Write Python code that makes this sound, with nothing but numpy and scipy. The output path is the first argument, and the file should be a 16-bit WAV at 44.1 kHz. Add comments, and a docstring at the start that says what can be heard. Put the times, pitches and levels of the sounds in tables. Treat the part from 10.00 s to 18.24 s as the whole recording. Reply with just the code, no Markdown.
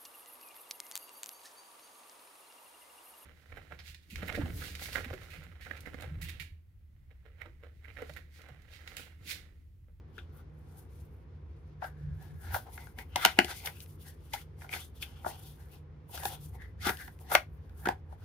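"""Sharp snaps and hollow knocks, close to a stereo microphone: hands turn a thin glossy card box,
pop its flaps open and slide a tray out. Each snap is a short ragged contact that rings the box modes.
Between them fingers and card edges rub: stick-slip noise rings the card or hisses on the gloss.
A small room answers the box; behind it lie a low rumble, a wavering hum and a dull hush."""
import sys
import numpy as np
from scipy import signal
from scipy.fft import rfft, irfft, next_fast_len
from scipy.io import wavfile
from scipy.ndimage import uniform_filter1d

SR = 44100
rng = np.random.default_rng(int(sys.argv[2]) if len(sys.argv) > 2 else 0)


def pcm_store(signal):
    """Save signal as 16-bit PCM."""
    levels = np.round(np.clip(np.atleast_2d(signal), -1, 1) * 32767)
    wavfile.write(sys.argv[1], SR, levels.astype(np.int16).T)


N = 363384   # length [samples]

# Cavity and panel modes of the box: (frequency [Hz], width before damping [Hz], relative level [dB])
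BOX_MODES = [(191, 70, -10), (340, 150, -2), (412, 110, 0), (613, 59, -7.5), (733.7, 50, -2.5),
             (815.5, 51, -0.5), (957, 99, -6.5), (1123, 100, -4), (1420, 150, 6), (1650, 170, 4),
             (1930, 130, 0.5), (2100, 140, 2.5), (2348, 340, 1), (2684, 430, 0), (2970, 480, -2),
             (3490, 310, -2)]
# Colour of dry cracks and of friction on the glossy card: (frequency [Hz], relative density [dB per Hz])
GLOSS_COLOUR = [(1470, -31), (2500, -1.5), (3540, -8), (3850, -12.5), (5530, -16.5), (6600, -18.5),
                (7700, -23.5), (9280, -18.5), (15800, -16.5)]


def snaps():
    """A short ragged contact rings the box from body thump to panel knock, with a dry crack on top."""
    # Flaps and tabs: (time [s], body thump [dB], hollow thud [dB], panel knock [dB], crack [dB],
    # knock pitch [Hz], contact decay [ms])
    snap_rows = [(0.179, -54, -67, -43.5, -59, 1530, 1.6), (0.184, -65, -63, -49, -77, 3400, 4.5),
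                 (1.817, -73, -34.5, -44.5, -70, 1480, 7.4), (1.839, -77, -39, -41.5, -59, 1430, 3.8),
                 (2.541, -57, -33, -31, -63, 1600, 3.4), (2.561, -56, -31.5, -43, -64, 1330, 1),
                 (2.775, -72, -50, -45, -58, 1900, 1.9), (2.868, -68, -59, -52, -62, 1500, 1.4),
                 (2.984, -51.5, -59, -41.5, -49.5, 1980, 3.4),
                 (3.157, -44.5, -27.5, -33.5, -28.5, 2150, 1.96),
                 (3.248, -66, -20.5, -14.5, -16, 2480, 1.9), (3.257, -32.5, -27.5, -30, -28, 2440, 1.9),
                 (3.387, -19, -20, -12, -22.5, 2500, 1.15), (3.397, -42, -44, -31, -42, 2930, 1.3),
                 (3.444, -38, -43, -45.5, -37, 2220, 1.3), (3.656, -66, -55, -57, -36.5, 2920, 3.7),
                 (3.671, -56, -51, -36, -42, 2110, 1.4), (3.6, -74, -65, -57, -56, 2180, 1.3),
                 (3.812, -77, -85, -64.5, -60, 3020, 1.7), (3.859, -80, -80.5, -65.5, -62, 2490, 0.72),
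                 (3.802, -85, -85, -71, -48, 3020, 1.65), (4.332, -62, -37, -33.5, -36.5, 3320, 5.6),
                 (4.608, -73.5, -70.5, -59.5, -67, 2170, 2.9), (4.616, -70, -60, -49.5, -69.5, 1880, 2.4),
                 (4.641, -73, -51, -53.5, -71, 1490, 3.5), (4.661, -72, -61, -64, -74, 1500, 3),
                 (4.69, -64, -56, -44.5, -56.5, 2270, 1.7), (4.726, -63, -55, -38, -52, 2150, 4),
                 (4.756, -52, -47, -55, -54, 2700, 3.6), (4.734, -47, -47, -32.5, -43.5, 2360, 1.9),
                 (5.023, -60, -74, -37, -61, 3240, 5.2), (5.245, -55, -41, -40.5, -96.5, 1260, 1.48),
                 (5.261, -42, -29, -41, -85, 1210, 1.9), (6.093, -76.5, -56.5, -73, -75, 1540, 1.9),
                 (6.173, -59, -49, -45.5, -46.5, 1520, 3.2), (6.232, -65, -39.5, -55, -46, 1600, 2.2),
                 (6.252, -41.5, -29, -40, -35, 1640, 1.67), (6.867, -28, -34, -44.5, -41, 1523, 1.4),
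                 (6.888, -33.5, -34, -32.5, -36, 1600, 5.7), (6.97, -78, -75, -63, -49, 3040, 0.81),
                 (7.075, -61, -51.5, -47.5, -58, 1780, 3.4), (7.188, -78.5, -71.5, -67, -66, 2210, 0.89),
                 (7.314, -45, -29.5, -32.5, -42, 1380, 4.1), (7.349, -54.5, -17.5, -15, -21, 1674, 2.1),
                 (7.853, -39.5, -39.5, -32, -45, 1547, 5.5), (7.87, -27, -32, -32, -43.5, 1730, 0.64),
                 (7.885, -36.5, -24.5, -29, -37.5, 1640, 2), (7.693, -74, -69, -65, -69.5, 1620, 1.9),
                 (8.123, -63.5, -52.5, -67, -75, 1560, 1.37)]
    push = 0.46   # steady shove under the ragged contact, relative to its rattle
    evenness = 0.45   # 0 = ragged contact colours the snap, 1 = it drives all pitches alike
    size = 4096   # samples per snap
    out = np.zeros((2, N + size))
    t = np.arange(size) / SR
    fade_out = np.clip((0.085 - t) / 0.02, 0, 1)
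    for s, thump_db, thud_db, knock_db, crack_db, knock_hz, contact_ms in snap_rows:
        time = t * 1000 / np.clip(contact_ms, 0.2, 20)   # in contact decays
        envelope = np.minimum(time / 0.76, 1) ** 0.99 * np.exp(-time)
        contact = (rng.standard_normal((2, size)) + [[push], [0]]) * envelope
        lines = rfft(contact)
        contact = irfft(lines / np.abs(lines) ** evenness, size)
        uneven_db = 2.2 * rng.standard_normal(len(BOX_MODES))
        parts = [(thump_db, box_modes(0, 500, uneven_db, damping=1.0)),
                 (thud_db, box_modes(500, 1100, uneven_db, damping=1.0)),
                 (knock_db, panel_knock(knock_db, knock_hz, uneven_db)),
                 (crack_db, crack)]
        start = round(s * SR)
        for db, gain in parts:
            sound = coloured(contact, gain) * fade_out
            power = uniform_filter1d(sound.mean(axis=0) ** 2, size=SR // 300)
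            loudest = np.sqrt(power.max())   # rms of the loudest moment
            out[:, start:start + size] += amp(db) * sound / loudest
    return out[:, :N]


def box_modes(low_hz, high_hz, strength_db, damping):
    """Response of the box modes in a range, each with its strength for this touch."""
    dull_hz = 5000   # card is soft: thump, thud and knock carry little treble

    def gain(f):
        total = 0
        for k, ((hz, width, db), more_db) in enumerate(zip(BOX_MODES, strength_db)):
            if low_hz <= hz < high_hz:
                total = total + amp(db + more_db) * (-1) ** k * mode(f, hz, width * damping)
        return (1 + 1j * f / dull_hz) ** -2 * total
    return gain


def panel_knock(knock_db, knock_hz, uneven_db):
    """Panel modes gathered around the knock pitch; hard knocks shake more panels."""
    spread = 0.35 + 0.07 * max(knock_db + 27, 0)   # resonance width relative to the pitch
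    modes = box_modes(1100, 4000, uneven_db, damping=0.95)
    return lambda f: modes(f) * mode(f, knock_hz, spread * knock_hz) ** 2


def crack(f):
    """Dry treble, lagged slightly so it lands together with the ringing knock."""
    dull_hz, lag_s = 9500, 0.0015
    dulling = 1 / np.sqrt(1 + (f / dull_hz) ** 2)
    return band(3600, 17000, GLOSS_COLOUR)(f) * dulling * np.exp(-2j * np.pi * f * lag_s)


def rubbing():
    """Dragged card rings the hollow and the panels; skin on gloss hisses, with a patchy grip."""
    panel_hz, hollow_db, panel_db, slide_db, scuff_db = stroke_controls()
    touch = slips(per_s=900, size_db=4.5)
    scuff = rms_one(patchy(touch, 3700, 6300, patchy_db=-0.5))
    slide = rms_one(patchy(touch, 8100, 15000, patchy_db=6.0))
    grip = drift(20)   # shared by all four layers
    spread = 0.15 + 0.1 * np.maximum(panel_db + 45.5, 0)   # octaves: harder strokes shake more panels
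    hollow_gain = amp(hollow_db - 1.0 * drift(30) + 1.6 * grip)
    hollow = hollow_gain * dragging(BOX_MODES[2:7], panel_hz=820, octaves=0.74, damping=1.9)
    panel_gain = amp(panel_db + 1.0 * drift(30) + 0.97 * grip)
    panel = panel_gain * dragging(BOX_MODES[7:], panel_hz, spread, damping=1.9)
    scuff = amp(scuff_db + 2.4 * drift(6.3) + 0.51 * grip) * scuff
    slide = amp(slide_db + 2.0 * drift(28) + 1.4 * grip) * slide
    return hollow + panel + scuff + slide


def stroke_controls():
    """The panel pitch, led by the strongest stroke, and the levels of the four rubbing layers."""
    # Strokes of fingers and card edges: (peak time [s], rise [s], fall [s], drag in the hollow [dB],
    # drag on a panel [dB], panel pitch [Hz], skin sliding on gloss [dB])
    strokes = [(.16, 0.099, 0.12, -84.5, -70, 3300, -68.5), (.19, 0.064, 0.082, -68, -54.5, 2990, -89),
               (0.394, 0.14, 0.049, -66, -60.5, 1240, -74), (.796, 0.25, 0.12, -62.5, -71, 1480, -66.5),
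               (.975, 0.19, 0.36, -79.5, -76, 2410, -69), (1.843, 0.036, 0.074, -44.5, -41, 1560, -58),
               (1.98, 0.17, 1, -94, -66, 1580, -82.5), (2.229, 0.082, 0.24, -58.5, -60.5, 1710, -62),
               (2.457, 0.093, 0.28, -55, -51.5, 1570, -54), (2.525, 0.083, 0.045, -61, -44.5, 1670, -84),
               (2.553, 0.037, 0.054, -34, -37.5, 1480, -38.5), (2.674, 0.033, 0.071, -47, -64, 1310, -88),
               (2.744, 0.052, 0.056, -55, -68.5, 3050, -44.5), (2.815, 0.13, 0.12, -55, -54, 2080, -60),
               (3, 0.042, 0.056, -49, -46, 2170, -54.5), (3.17, 0.022, 0.088, -39.5, -36.5, 2750, -48),
               (3.232, 0.056, 0.022, -56, -38, 2400, -37), (3.253, 0.13, 0.12, -46, -29, 2870, -48.5),
               (3.398, 0.04, 0.019, -38, -30.5, 2530, -79), (3.514, 0.096, 0.039, -44.5, -37, 1880, -42),
               (3.58, 0.47, 0.13, -68, -52, 2160, -49.5), (3.674, 0.057, 0.041, -38, -36, 2230, -44),
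               (3.76, 0.13, 0.14, -84.5, -54.5, 2600, -63), (3.825, 0.12, 0.04, -84.5, -61.5, 2940, -54.5),
               (3.895, .04, 0.077, -79, -76, 3000, -52.5), (4.02, 0.054, 0.064, -81.5, -63, 3350, -56),
               (4.074, 0.047, 0.1, -65.5, -54.5, 1820, -57), (4.35, 0.034, 0.069, -59, -40.5, 1923, -41.5),
               (4.416, 0.22, 0.037, -81, -53, 3000, -52), (4.624, 0.081, 0.21, -60, -62.5, 2010, -62.5),
               (4.742, 0.049, 0.082, -48.5, -35.5, 2350, -45), (4.801, 0.11, 0.083, -65, -49, 3400, -50),
               (4.966, 0.036, 0.18, -82, -66, 3350, -61.5), (5.026, 0.027, 0.025, -67, -46, 3040, -41.5),
               (5.05, 0.069, 0.22, -60, -50.5, 2910, -67), (5.17, 0.042, 0.15, -66, -57.5, 3130, -67),
               (5.28, 0.07, 0.12, -42.5, -51, 1810, -47), (5.32, 0.066, 0.24, -58, -54.5, 3160, -63),
               (5.458, 0.33, 0.16, -67, -64, 3410, -54.5), (5.61, 0.05, 0.23, -66, -64, 1600, -65.5),
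               (5.744, 0.074, 0.067, -58.5, -57, 2680, -58.5),
               (6.155, 0.053, 0.099, -42.5, -42.5, 2900, -43.5), (6.23, 0.11, 0.046, -47, -45.5, 1700, -61),
               (6.265, 0.062, 0.087, -59, -46.5, 1730, -45), (6.335, 0.1, 0.053, -42, -44, 3260, -47),
               (6.423, 0.065, 0.11, -65, -67, 3330, -52.5), (6.553, 0.034, 0.051, -53, -59.5, 2000, -60),
               (6.621, 0.053, 0.086, -65.5, -45, 1880, -73.5), (6.825, 0.03, 0.17, -67.5, -41, 2130, -39),
               (6.872, 0.055, 0.07, -35, -25.5, 1690, -32), (6.97, 0.011, 0.2, -74, -74, 1610, -52),
               (7.008, 0.06, 0.097, -59, -43, 1800, -57.5), (7.208, 0.023, 0.12, -57, -73.5, 3070, -55.5),
               (7.341, 0.068, 0.038, -37, -34, 1800, -34), (7.363, 0.068, 0.0065, -30.5, -25.5, 2060, -51),
               (7.684, 0.35, 0.35, -73, -76, 1612, -74), (7.794, 0.062, 0.16, -67.5, -63.5, 1473, -60.5),
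               (7.899, 0.072, 0.041, -32.5, -41, 1680, -61), (8.134, 0.088, 0.054, -59, -66, 1680, -73),
               (8.24, 0.081, 0.075, -62.5, -63.5, 1354, -58.5)]
    # Hands at rest, one value per layer: (hollow [dB], panel [dB], slide [dB], scuff [dB])
    holding_db = [-85, -86.5, -96, -85.5]
    hollow, panel, panel_hz, slide = np.array(strokes)[:, 3:].T
    scuff = -9 + 0.49 * panel + 0.51 * slide   # scuff follows both panel drag and skin slide
    weight = swells(strokes, panel, holding_db[1]) ** 2
    touched_hz = full_rate(np.exp(np.log(panel_hz) @ weight / weight.sum(axis=0)))
    layers = zip([hollow, panel, slide, scuff], holding_db)
    return touched_hz, *[level_db(strokes, db, rest_db) for db, rest_db in layers]


def slips(per_s, size_db):
    """Stick-slip: dense uneven grains, their rate wandering around per_s, over fine friction noise."""
    sizes = amp(size_db * np.minimum(rng.exponential(1, (2, N)), 3.2))
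    born = rng.random(N) < per_s * amp(4 * drift(15)) / SR
    return rng.standard_normal((2, N)) * (1 + sizes * born)


def dragging(modes, panel_hz, octaves, damping):
    """Slips ring the modes around the part being dragged, at near-steady loudness."""
    grains = coloured(slips(per_s=360, size_db=6.5), np.ones_like)
    out, power = 0, 0
    for k, (hz, width, db) in enumerate(modes):
        r = np.exp(-np.pi * damping * width / SR)
        resonance = [1, -2 * r * np.cos(2 * np.pi * hz / SR), r * r]
        rung = signal.lfilter([1, 0, -1], resonance, grains)
        gain = amp(db + np.maximum(nearness_db(hz, panel_hz, octaves), -18))
        out = out + (-1) ** k * gain * rms_one(rung)
        power = power + gain ** 2
    return out / np.sqrt(power)


def nearness_db(hz, centre_hz, octaves):
    """Modes far in pitch from the touched panel are excited less."""
    return -6 * (np.log2(hz / centre_hz) / octaves) ** 2


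def patchy(touch, low_hz, high_hz, patchy_db):
    """Friction hiss in three strips whose strengths wander apart as the contact shifts."""
    edges = np.geomspace(low_hz, high_hz, 4)
    out = 0
    for low, high in zip(edges, edges[1:]):
        strip = coloured(touch, band(low, high, GLOSS_COLOUR))
        out = out + amp(patchy_db * drift(6)) * strip
    return out


def room(x):
    """Dense reflections: a dull tail, and bright ones off the table and the near wall."""
    room_t60_s, room_db = 0.14, -14.5
    wall_t60_s, wall_db = 0.16, -12
    t = np.arange(SR // 2) / SR
    dull, bright = [coloured(rng.standard_normal((2, len(t))), np.ones_like) for _ in range(2)]
    dull = signal.lfilter([0.3], [1, -0.7], dull)
    # the wall returns little bass
    bright = signal.lfilter(*signal.butter(1, 1300, "high", fs=SR), bright)
    # the square root brings each decay to about unit energy before its level
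    tail = amp(room_db - 60 * t / room_t60_s) * rms_one(dull) * np.sqrt(14 / room_t60_s / SR)
    near = amp(wall_db - 60 * t / wall_t60_s) * rms_one(bright) * np.sqrt(14 / wall_t60_s / SR)
    return signal.oaconvolve(x, (tail + near) * (t > 0.002), axes=1)[:, :N]


def room_tone():
    """Filtered noise: low rumble and a wavering hum swell now and then over a steady dull hush."""
    # Colour of rumble and hush: (frequency [Hz], relative density [dB per Hz])
    tone_colour = [(15, -50.5), (25, -42), (43, -21), (54, -9.5), (71, -2.5), (90, -4.5), (121, -17),
                   (156, -18), (276, -24.5), (407, -25), (488, -25.5), (584, -36), (1060, -36.5),
                   (1170, -39), (2240, -45), (12000, -89), (15600, -110), (22000, -120)]
    # Left-right likeness of the room tone: (frequency [Hz], likeness [0 to 1])
    tone_likeness = [(60, 1), (300, 0.82), (1000, 0.083), (4000, 0.13)]
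    # Swells: (peak time [s], rise [s], fall [s], low rumble [dB], hum [dB])
    swell_rows = [(2.08, 0.13, 0.3, -40, -38.5), (2.349, 0.076, 0.046, -47, -38),
                  (2.52, 0.18, 0.19, -39, -83), (6.45, 0.56, 0.63, -45, -54.5), (6.85, 0.38, 0.2, -43, -74),
                  (7.8, 0.37, 0.9, -48, -65.5)]
    rumble_rest_db, hum_rest_db, hush_db = -50, -59, -61.5
    rumble_db, hum_db = np.array(swell_rows)[:, 3:].T
    layers = [(level_db(swell_rows, rumble_db, rumble_rest_db), band(20, 160, tone_colour)),
              (level_db(swell_rows, hum_db, hum_rest_db), lambda f: mode(f, 149.26, 9.7) ** 2),
              (hush_db, band(200, 17000, tone_colour))]
    out = 0
    for db, gain in layers:
        noise = coloured(rng.standard_normal((2, N)), gain, tone_likeness)
        out = out + amp(db) * rms_one(noise)
    return out


def swells(rows, levels_db, rest_db):
    """Power of each row at every 32nd sample: rise and fall in dB, over a share of the rest level."""
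    swing_db = 25   # gained over the rise, lost over the fall
    roundness = 1.3   # 1 = pointed peak, more = flatter top and steeper ends
    s, rise, fall = np.array(rows)[:, :3].T[:, :, None]
    t = np.arange(0, N + 32, 32) / SR
    before, after = (s - t) / np.maximum(rise, 0.005), (t - s) / np.maximum(fall, 0.005)
    shape_db = -swing_db * np.maximum(before, after) ** roundness
    return amp(2 * (shape_db + np.array(levels_db)[:, None])) + amp(2 * rest_db) / len(rows)


def full_rate(x):
    """From every 32nd sample to every sample."""
    return np.interp(np.arange(N) / 32, np.arange(len(x)), x)


def level_db(rows, levels_db, rest_db):
    """Summed level of overlapping rows."""
    return full_rate(10 * np.log10(swells(rows, levels_db, rest_db).sum(axis=0)))


def mode(f, hz, width):
    """Causal response of one resonance, gain 1 on top."""
    return 1j * f * width / (hz ** 2 - f ** 2 + 1j * f * width)


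def band(low_hz, high_hz, spectrum):
    """Gain of one stretch of a spectrum with steep skirts."""
    def gain(hz):
        skirts = np.sqrt((1 + (low_hz / hz) ** 8) * (1 + (hz / high_hz) ** 8))
        return amp(at_hz(spectrum, hz)) / skirts
    return gain


def coloured(pair, gain, likeness=None):
    """Two unrelated signals become left and right, more or less alike by pitch, coloured by gain(Hz)."""
    # Left-right likeness close to the microphone: (frequency [Hz], likeness [0 to 1])
    close_likeness = [(300, 0.94), (1000, 0.33), (3000, 0.32), (8000, 0.15)]
    if likeness is None:
        likeness = close_likeness
    size = next_fast_len(pair.shape[1], True)
    hz = np.maximum(np.fft.rfftfreq(size, 1 / SR), 10)
    alike = np.clip(at_hz(likeness, hz), 0, 1)
    mid, side = rfft(pair, size) * gain(hz)
    mid, side = np.sqrt(1 + alike) * mid, np.sqrt(1 - alike) * side
    return irfft(np.array([mid + side, mid - side]), size)[:, :pair.shape[1]]


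def at_hz(points, hz):
    """Read a spectrum on a log-frequency axis."""
    point_hz, values = np.transpose(points)
    return np.interp(np.log(hz), np.log(point_hz), values)


def drift(rate):
    """Slow random wander of unit rms: noise through two equal low-pass poles at rate [Hz]."""
    r = np.exp(-80 * np.pi * rate / SR)   # one step is 40 samples
    noise = rng.standard_normal(N // 40 + 2002)
    slow = signal.lfilter([1], [1, -2 * r, r * r], noise)[2000:]   # start-up dropped
    return np.interp(np.arange(N) / 40, np.arange(len(slow)), rms_one(slow))


def amp(db):
    """dB to gain."""
    return 10 ** (np.asarray(db) / 20)


def rms_one(x):
    """Scale to unit rms."""
    return x / np.sqrt(np.mean(x ** 2) + 1e-20)


def scene():
    """The box in the hands left of centre, its room, and the room tone behind."""
    # Place of the box, left of centre, less so once set down: (time [s], left-right level [dB])
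    place = [(7.5, 3.5), (7.8, 1.5)]
    place_s, place_db = np.transpose(place)
    left_db = np.interp(np.arange(N) / SR, place_s, place_db)
    box = amp([left_db / 2, -left_db / 2]) * (snaps() + rubbing())
    box[1] = np.roll(box[1], 2)   # the right microphone hears the box 2 samples later
    return box + room(box) + room_tone()


def record(dry):
    """Soft limiting keeps the loudest peaks within range, and a steep filter cuts the top."""
    ceiling, cutoff_hz = 0.95, 16700
    rounded = dry / (1 + (dry / ceiling) ** 4) ** 0.25
    return signal.sosfilt(signal.cheby2(12, 70, cutoff_hz, fs=SR, output="sos"), rounded)


dry = scene()
out = record(dry)
pcm_store(out)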